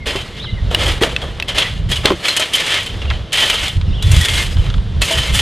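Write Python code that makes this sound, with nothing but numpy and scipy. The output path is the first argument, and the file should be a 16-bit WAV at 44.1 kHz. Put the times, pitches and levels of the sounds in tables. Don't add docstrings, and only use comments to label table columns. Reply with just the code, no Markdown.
import sys
import numpy as np
from scipy import signal
from scipy.fft import rfft, irfft, next_fast_len
from scipy.io import wavfile
from scipy.ndimage import uniform_filter1d

SR = 44100
rng = np.random.default_rng(int(sys.argv[2]) if len(sys.argv) > 2 else 0)


def digitize_waveform(pressure):
    field = np.atleast_2d(pressure).T
    bounded = np.clip(field, -1, 1)
    quanta = np.round(bounded * 32767).astype(np.int16)
    wavfile.write(sys.argv[1], SR, quanta)


N = 238669


# frequency in Hz, relative weight in dB.
YARD_COLOUR = [(120, 6.5), (200, -2), (445, 2.5), (859, -6.5), (2090, -9.5), (2320, -12.5), (3320, -7.5),
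               (6290, -23.5), (11500, -36), (13000, -45), (14000, -85)]
# start in seconds, length in seconds, first, middle and last pitch in Hz,
# level in dB at the middle of the note, before the warble.
BIRD_NOTES = [(0, .045, 2120, 2110, 2100, -33), (.362, .04, 4300, 4950, 5200, -43),
              (.392, .03, 2950, 3600, 3850, -28), (.415, .04, 3850, 3880, 3900, -29),
              (.425, .023, 4250, 4300, 4200, -34), (.43, .03, 5000, 5050, 5150, -42),
              (.443, .042, 3850, 3150, 2900, -28), (.468, .046, 2200, 2100, 2000, -32),
              (.48, .032, 3850, 3900, 4150, -33), (.505, .02, 3800, 3550, 3300, -36),
              (.52, .025, 3100, 2950, 2850, -33), (.552, .044, 2150, 2100, 1850, -33),
              (3.075, .027, 2900, 2780, 2650, -26), (3.855, .065, 5050, 5100, 5000, -52),
              (3.86, .04, 5200, 5600, 5400, -54), (3.865, .03, 2900, 2800, 2450, -38),
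              (3.905, .017, 3620, 3620, 3600, -38), (3.918, .05, 4300, 5600, 4100, -45),
              (3.925, .042, 2550, 3270, 3480, -29), (3.965, .038, 3450, 2980, 2700, -30),
              (4.0, .025, 2950, 3250, 3480, -29), (4.02, .08, 3470, 3450, 3450, -30)]
# time in seconds, rumble level in dB.
WIND_LEVELS = [(0, -37), (.36, -27.5), (.56, -18), (.72, -16), (.92, -10), (1.04, -29), (1.45, -29),
               (1.87, -9.5), (2.03, -29), (2.4, -45), (2.82, -30), (2.97, -16), (3.17, -19.5),
               (3.24, -32.5), (3.58, -25), (3.72, -25), (3.9, -10), (4.02, -14), (4.27, -34), (4.46, -15),
               (4.75, -8), (5.03, -19), (5.12, -41), (5.26, -35), (5.41, -13)]
# moment of the peak in seconds, peak push in dB,
# time to fall 20 dB either side in seconds (its sign has no effect), pitch of the thump in Hz.
WIND_BUFFETS = [(.13, -23.5, -0.2, 69.8), (.54, -6, 0.02, 55.1), (0.651, -6.5, 0.06, 50.3),
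                (1.09, -24, 0.5, 60), (1.31, -23.5, 0.4, 69.8), (1.55, -15.5, -0.02, 59.8),
                (1.97, -15.5, -0.22, 70.9), (3.125, -12.5, 0.13, 69.3), (3.63, -17, 0.03, 59.9),
                (3.771, -2, -0.02, 74.44), (3.83, -12.5, 0.11, 80), (3.9, -7, 0.05, 80),
                (4.09, -4.5, 0.08, 94.96), (4.158, -3, 0.1, 80), (4.355, -8, -0.08, 85),
                (4.51, -21, -0.17, 55.4), (4.587, -2, -0.05, 74.9), (4.688, -1, 0.01, 89.4),
                (4.76, -4.5, .06, 49.45), (4.96, -9, 0.12, 50), (5.2, -13, 0.08, 74.9),
                (5.33, -8.5, .075, 65)]
# frequency in Hz, relative weight in dB.
WIND_COLOUR = [(7.1, -42), (12, -21), (42, -3.5), (86, -7.5), (105, -6.5), (187, -12), (303, -26),
               (383, -28.5), (500, -52), (650, -66), (1100, -120)]
# start in seconds, peak level in dB, pitch in Hz.
PEBBLE_TICKS = [(.442, -21, 1500), (1.204, -22, 3300), (2.118, -12, 3090), (3.053, -14.5, 2820),
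                (3.101, -4.5, 2830), (3.109, -7, 1950), (3.31, -27, 3160), (3.812, -13.5, 3450),
                (4.568, -15, 3360), (4.664, -18, 2900), (4.689, -20, 3650), (4.7, -13, 3770),
                (4.74, -11, 3130), (4.78, -18, 2970), (4.947, -24, 3080)]
# start in seconds, peak level in dB, settled pitch in Hz, 60 dB decay in seconds,
# first pitch as a multiple of the settled one while the plank is pressed.
BOARD_KNOCKS = [(.068, -11, 440, 0.095, 1), (.155, -1.5, 395, 0.057, 1), (.713, -7, 494, 0.058, 1),
                (.835, -8.5, 547, 0.1, 1), (1.015, 2.5, 476.4, 0.068, .6), (1.024, -0.5, 520, 0.054, .75),
                (1.13, -8.5, 503, 0.054, 1), (2.0535, 5.5, 410, 0.019, 1), (2.1042, 4, 1040, 0.025, 1),
                (2.1087, 7, 366, 0.036, 1), (2.119, 3, 321, 0.041, 1.3), (2.397, -5.5, 628, 0.12, 1),
                (5.107, -5, 657, 0.13, 1)]
# multiple of the knock's pitch, level in dB, share of the knock's decay time.
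BOARD_MODES = [(.55, -15, 5.7), (0.997, 6.5, 1.67), (1.4, 1, 0.8), (2.7, 1.5, 0.32), (3.5, -14, 0.34),
               (4.6, -17, 0.22)]
# start in seconds, peak level in dB, treble relative to it in dB,
# factor on the ring's decay time.
BOLT_CLICKS = [(0.7473, 8.5, -15, 0.64), (1.035, 5.5, -17, 0.71), (1.1638, -0.5, -25, 0.75),
               (1.3997, -4, -47, 0.67), (1.4247, -5.5, -13, 1), (2.0561, 11, -42, 0.2)]
# nominal pitch in Hz, nominal level in dB,
# 60 dB decay in seconds before the cap and the click's factor.
BOLT_RINGS = [(990, -1, 0.079), (1870, -26.5, 0.046), (2180, -27, 0.073), (2570, 3, 0.22),
              (2740, 21.5, 0.067), (3000, -5, 0.017), (3316, 7, 0.068), (3970, -36, 0.17),
              (4400, -19, 0.047)]
# start in seconds, rise in seconds, hold in seconds, crunch level in dB,
# sag over the hold in dB, fade after it in dB per second, fine grit relative to the crunch in dB,
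# soil body relative to the crunch in dB.
FOOTFALLS = [(.057, 0.0084, 0.1, -16, 5.5, 87, -14, -3.5), (0.356, 0.0247, 0.13, -28, 20, 300, -18, -16),
             (0.707, 0.0062, 0.04, -26.5, -2.5, 300, -13, 5), (0.758, 0.033, 0.13, -18.5, 0, 215, -12, -4),
             (1.009, 0.02, 0.028, -11, 8, 90, -14.5, -0.5), (1.195, 0.045, 0.014, -28, 5.5, 32, -14, 5.5),
             (1.477, 0.016, 0.0132, -15.5, 1, 263, -18.5, -9),
             (1.546, 0.034, .01, -10, -0.5, 128, -17.5, -8.5),
             (1.889, 0.011, 0.014, -15.5, 0, 103, -11.5, -11),
             (2.034, 0.017, 0.047, -15.5, 0.5, 252, -17, 0.5),
             (2.139, 0.023, 0.093, -29.5, 0, 200, -10.5, -4),
             (2.231, 0.019, 0.11, -12, 8.5, 202.5, -13, -13), (2.353, 0.056, 0.018, -14, 0.5, 132, -13, -9),
             (2.523, 0.024, 0.22, -14, -2, 107, -16, -13.5),
             (3.091, 0.027, 0.022, -29, -0.5, 104, -21, -1.5),
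             (3.321, 0.065, 0.29, -9.5, 8.5, 166, -12.5, -12),
             (4.023, 0.0089, 0.15, -24.5, 1, 198, -6, -9.5), (4.1, 0.026, 0.31, -16.5, 0, 138, -8.5, -12),
             (4.558, 0.037, .07, -32.5, -2, 90, -12, -2.5), (5.01, 0.0095, 0.045, -16, 0, 188, -5.5, -14),
             (5.067, 0.017, 0.22, -11.5, 7.5, 200, -10.5, -9.5),
             (5.323, 0.029, 0.029, -14, 5, 80, -4, -10.5)]
# start in seconds, peak crunch level in dB,
# fine grit relative to it in dB, pitch of the grating stone in Hz, that stone's peak level in dB.
STONE_SLIPS = [(0.068, -22.5, 0, 2765, -10), (0.158, -15, -12, 2720, -17), (.7115, -31, -15, 3460, -18),
               (.8584, -17, -10, 3240, -7), (0.8797, -25, -1, 3066, -11), (1.0202, -16.5, -2, 3260, -11),
               (1.2157, -20, -16, 3300, -17), (1.4822, -23.5, -2.5, 3200, -9),
               (1.582, -7, -10.5, 2680, -2.5), (1.6094, -13, -17, 3380, -21), (1.649, -24, -21, 1980, -10),
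               (1.914, -11, -7, 3260, -7), (1.9574, -20.5, -6, 2990, -8), (2.2338, -29.5, -9, 3320, -25.5),
               (2.251, -8.5, -20, 3120, -11), (2.2813, -6.5, -17, 4140, -3.5), (2.326, -24, -3, 3200, -10),
               (2.364, -18.5, 6.5, 3040, -6), (2.3947, -10.5, -1.5, 3140, -14),
               (2.534, -13.5, -2, 3126, 0.5), (2.5526, -14, 2, 3200, -10), (2.599, -9, -8.5, 3100, -19),
               (2.664, -16, -3.5, 1740, -12), (2.74, -15, -8, 3100, -29), (2.8294, -26.5, 2, 2100, -28),
               (2.861, -19, -7, 3150, -34), (3.016, -17.5, -29, 2740, -19),
               (3.3286, -11.5, -4.5, 3060, -14), (3.361, -24, -21.5, 3150, -8), (3.402, -24, 5, 3120, -21),
               (3.455, -12.5, -3, 3160, -12), (3.498, -9.5, -6, 2940, -7), (3.54, -16, -7, 3150, -8),
               (3.635, -17, -10, 3050, -15), (3.68, -18.5, -6, 3460, -15), (4.024, -22, 2, 3400, -44),
               (4.114, -16, 4, 2733, -12), (4.1624, -10, -5.5, 3050, -24), (4.2103, -19, 2.5, 1905, -6.5),
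               (4.2488, -11.5, -5, 1870, -9), (4.2839, -7.5, -7, 3230, -9), (4.3777, -17, -17, 3054, -20),
               (4.398, -15.5, -24, 2980, -24), (5.017, -4, -5, 2630, -2.5), (5.0783, -25, -5, 3050, -15),
               (5.1207, -14, -5, 2995, -7), (5.344, -18.5, 1, 3500, -12), (5.3895, -9.5, -7.5, 3020, -14)]
# frequency in Hz, relative weight in dB.
GRAVEL_COLOUR = [(120, -8), (200, -19), (248, -7.5), (313, -4.5), (597, -1.5), (641, -3), (767, -5.5),
                 (1140, -7.5), (1720, -6), (2640, -3), (3100, -6), (5510, -14), (8320, -14), (11700, -21.5),
                 (14500, -40)]
# pitch in Hz, width in Hz, level in dB before it wanders.
GRINDING_RINGS = [(530, 320, -12.5), (1038, 170, -11), (1290, 37, -7.5), (1767, 25, -3.5), (1928, 23, -2),
                  (2116, 20, -1), (2310, 100, -9.5), (2870, 34, 0.5), (3091, 68, 7), (3364, 132, 1.5),
                  (3883, 30, -3.5), (4264, 47, -2), (4950, 40, -7.5), (5940, 100, -44), (6400, 360, -15)]

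YARD_DB, YARD_SWELL_DB = -28.5, 2.3
NOTE_ENDS_DB = 5
WARBLE_DB, WARBLE_HZ = 2.2, 35
FLUTTER_DB, FLUTTER_SLOPE = -22.5, .35
EVENNESS = .4
THUMP_DB = 1.5
PEBBLE_CLICK_DB, PEBBLE_TAP_DB = -26, -4
RISE_FROM_DB = 11
SLIP_T60_S, SLIP_SOIL_DB, SCRAPE_T60_S = 0.073, -12, 0.13
CLUMP_DB, CLUMPS_PER_S = 1.6, 45
CAVITY_HZ, CAVITY_WIDTH_HZ, CAVITY_DB, GAIN_DB = 3460, 740, 3, -6
LEFT_BASS_HZ, RIGHT_BASS_HZ, TOP_HZ = 38.3, 10.4, 14900


def undb(db):
    return 10 ** (np.asarray(db) / 20)


def unit(x):
    return x / np.sqrt(np.mean(x ** 2))


def colour(x, shape):
    hz, db = np.transpose(shape)
    n = next_fast_len(len(x))
    f = np.fft.rfftfreq(n, 1 / SR) + 1
    weights = undb(np.interp(np.log(f), np.log(hz), db))
    return irfft(rfft(x, n) * weights, n)[:len(x)]


def band(x, lo_hz, hi_hz):
    return signal.sosfilt(signal.butter(2, [lo_hz, hi_hz], "bandpass", fs=SR, output="sos"), x)


def split(x, lo_hz, hi_hz):
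    n = next_fast_len(len(x))
    f, spectrum = np.fft.rfftfreq(n, 1 / SR), rfft(x, n)
    low = 1 / (1 + (f / lo_hz) ** 4)
    high = 1 - 1 / (1 + (f / hi_hz) ** 4)
    return [irfft(spectrum * share, n)[:len(x)] for share in (1 - low - high, high, low)]


def resonance(x, hz, width_hz):
    return signal.lfilter(*signal.iirpeak(hz, hz / width_hz, SR), x)


def walk(rate):
    k = int(SR / rate)
    steps = np.repeat(rng.standard_normal(N // k + 1), k)
    return unit(uniform_filter1d(uniform_filter1d(steps, k), k)[:N])


def decay(t, t60):
    return np.exp(-np.log(1000) * t / t60)


def fade(t60, rise):
    t = np.arange(int(SR * np.clip(t60, .004, .4))) / SR
    shape = (1 - np.exp(-t / rise)) * decay(t, t60)
    return t, shape / shape.max()


def add(out, s, sound, db):
    i = int(s * SR)
    out[i:i + len(sound)] += (undb(db) * sound / np.abs(sound).max())[:N - i]


def yard():
    hush = unit(colour(rng.standard_normal(N), YARD_COLOUR))
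    return undb(YARD_DB + YARD_SWELL_DB * walk(4.5)) * hush


def birds():
    out = np.zeros(N)
    level, pitch = undb(WARBLE_DB * walk(150)), WARBLE_HZ * walk(200)
    for s, length, first, middle, last, db in BIRD_NOTES:
        u = np.linspace(-1, 1, int(length * SR))
        hz = middle + (last - first) / 2 * u + ((first + last) / 2 - middle) * u ** 2
        ends = np.clip((1 - np.abs(u)) * length / .004, 0, 1) * undb(db - NOTE_ENDS_DB * u ** 4)
        here = slice(int(s * SR), int(s * SR) + len(u))
        whistle = np.sqrt(2) * np.sin(2 * np.pi * np.cumsum(hz + pitch[here]) / SR)
        out[here] += ends * level[here] * whistle
    tail = fade(.15, .01)[1]
    echo = tail * rng.standard_normal(len(tail))
    echo /= np.sqrt(np.sum(echo ** 2))
    return out + undb(-4) * signal.fftconvolve(out, echo)[:N]


def wind():
    grid_s = .002
    t, fine = np.arange(0, N / SR, grid_s), np.arange(N) / SR
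    power = undb(np.interp(t, *np.transpose(WIND_LEVELS))) ** 2
    swing = 0 * t
    for (s, db, width, hz), turn in zip(WIND_BUFFETS, rng.random(len(WIND_BUFFETS))):
        push = undb(db - 20 * ((t - s) / width) ** 2)
        power = power + push ** 2
        swing = swing + push * np.sin(2 * np.pi * (hz * t + turn))
    power = np.interp(fine, t, power)
    swing = signal.resample(swing, int(len(t) * grid_s * SR) + 1)[:N]

    eddies = colour(rng.standard_normal(N) * undb(1.55 * walk(30)), WIND_COLOUR)
    rumble, flutter, _ = split(eddies, 12, 110)
    swells = np.abs(uniform_filter1d(uniform_filter1d(rumble ** 2, size=1500), size=1500))
    rumble = np.sqrt(power) * unit(rumble / swells ** (EVENNESS / 2))
    flutter = undb(FLUTTER_DB) * power ** (FLUTTER_SLOPE / 2) * unit(flutter)
    return rumble + undb(THUMP_DB) * swing + flutter


def pebbles():
    out = np.zeros(N)
    for s, db, hz in PEBBLE_TICKS:
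        t, tick = fade(0.039, 0.00043)
        noise = rng.standard_normal(len(t)) * tick
        add(out, s, band(noise, hz / 1.62, hz * 1.152), db)
        add(out, s, band(noise, 4500, 22000), db + PEBBLE_CLICK_DB)
        add(out, s, band(noise, 890, 1570), db + PEBBLE_TAP_DB)
    return out


def boards():
    out = np.zeros(N)
    t = np.arange(int(.2 * SR)) / SR
    for s, db, hz, t60, first in BOARD_KNOCKS:
        turns = np.cumsum(1 + (first - 1) * np.exp(-t / 0.0093)) * hz / SR
        body = sum(undb(g) * np.sin(2 * np.pi * multiple * turns) * decay(t, t60 * share)
                   for multiple, g, share in BOARD_MODES)
        rattle = undb(2.6 * unit(uniform_filter1d(rng.standard_normal(len(t)), size=150)))
        add(out, s, body * rattle, db)
    return out


def bolt():
    out = np.zeros(N)
    ring_t = np.arange(int(.12 * SR)) / SR
    for s, db, treble_db, scale in BOLT_CLICKS:
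        t, crack = fade(0.018, 0.000045)
        noise = rng.standard_normal(len(t)) * crack
        add(out, s, band(noise, 1460, 4240), db)
        add(out, s, band(noise, 3500, 14600), db + treble_db)
        ring = 0
        for hz, g, t60 in BOLT_RINGS:
            level = undb(g + 6 * rng.standard_normal())
            pitch = hz * (1 + 0.04 * rng.standard_normal())
            ring = ring + level * np.sin(2 * np.pi * pitch * ring_t) * decay(ring_t, min(t60, .035) * scale)
        add(out, s, ring, db + 1)
    return out


def scrapes():
    out = np.zeros(N)
    t, burst = fade(SCRAPE_T60_S, 0.0033)
    for s, _, _, hz, ring_db in STONE_SLIPS:
        add(out, s, resonance(rng.standard_normal(len(t)), hz, 81) * burst, ring_db)
    return out


def pressure():
    levels = np.zeros((3, N))
    for s, rise, hold, db, sag_db, fade_db, grit_db, soil_db in FOOTFALLS:
        i = int(s * SR)
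        t = np.arange(min(N - i, SR)) / SR
        shape = np.interp(t, [0, rise, rise + hold], [-RISE_FROM_DB, 0, -sag_db])
        shape = shape - fade_db * np.maximum(t - rise - hold, 0)
        levels[:, i:i + SR] += np.outer(undb([0, grit_db, soil_db]) ** 2, undb(db + shape) ** 2)
    burst = fade(SLIP_T60_S, 0.00085)[1] ** 2
    for s, db, grit_db, _, _ in STONE_SLIPS:
        i = int(s * SR)
        peaks = undb(db + np.array([0, grit_db, SLIP_SOIL_DB])) ** 2
        levels[:, i:i + len(burst)] += np.outer(peaks, burst)[:, :N - i]
    return levels


def gravel():
    cracks = (rng.random(N) < 900 / SR) * undb(np.minimum(5.0 * rng.exponential(1, N), 20))
    puffs = unit(signal.fftconvolve(cracks, fade(0.038, 0.00013)[1])[:N])
    grains = rng.standard_normal(N) * (1.22 + puffs)
    snaps = (rng.random(N) < 200 / SR) * undb(2 * rng.exponential(1, N)) * rng.choice([-1, 1], N)
    grains += undb(15) * snaps
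    rings = sum(undb(db + 4.5 * walk(21.905)) * unit(resonance(grains, hz, width))
                for hz, width, db in GRINDING_RINGS)
    sound = unit(colour(grains, GRAVEL_COLOUR)) + undb(-3.5) * unit(rings)
    clumps = walk(CLUMPS_PER_S)
    out = np.zeros(N)
    for power, part in zip(pressure(), split(sound, 1300, 5500)):
        clumping = undb(CLUMP_DB * (clumps + walk(CLUMPS_PER_S)) / np.sqrt(2))
        out += np.sqrt(power) * unit(part * clumping)
    return out


def scene():
    near = yard() + birds() + pebbles() + boards() + bolt() + scrapes() + gravel()
    side = undb(-33.5) * band(np.roll(near, 40), 2250, 9000) * walk(6)
    return near + side * np.array([[1], [-1]]) + wind()


def record(dry):
    cavity = resonance(dry, CAVITY_HZ, CAVITY_WIDTH_HZ)
    lifted = undb(GAIN_DB) * (dry + (undb(CAVITY_DB) - 1) * cavity)
    coupled = [signal.lfilter(*signal.butter(1, hz, "highpass", fs=SR), channel)
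               for hz, channel in zip((LEFT_BASS_HZ, RIGHT_BASS_HZ), lifted)]
    clipped = np.clip(coupled, -1.02, 1.02)
    return signal.sosfilt(signal.ellip(12, .2, 90, TOP_HZ, fs=SR, output="sos"), clipped)


dry = scene()
out = record(dry)
digitize_waveform(out)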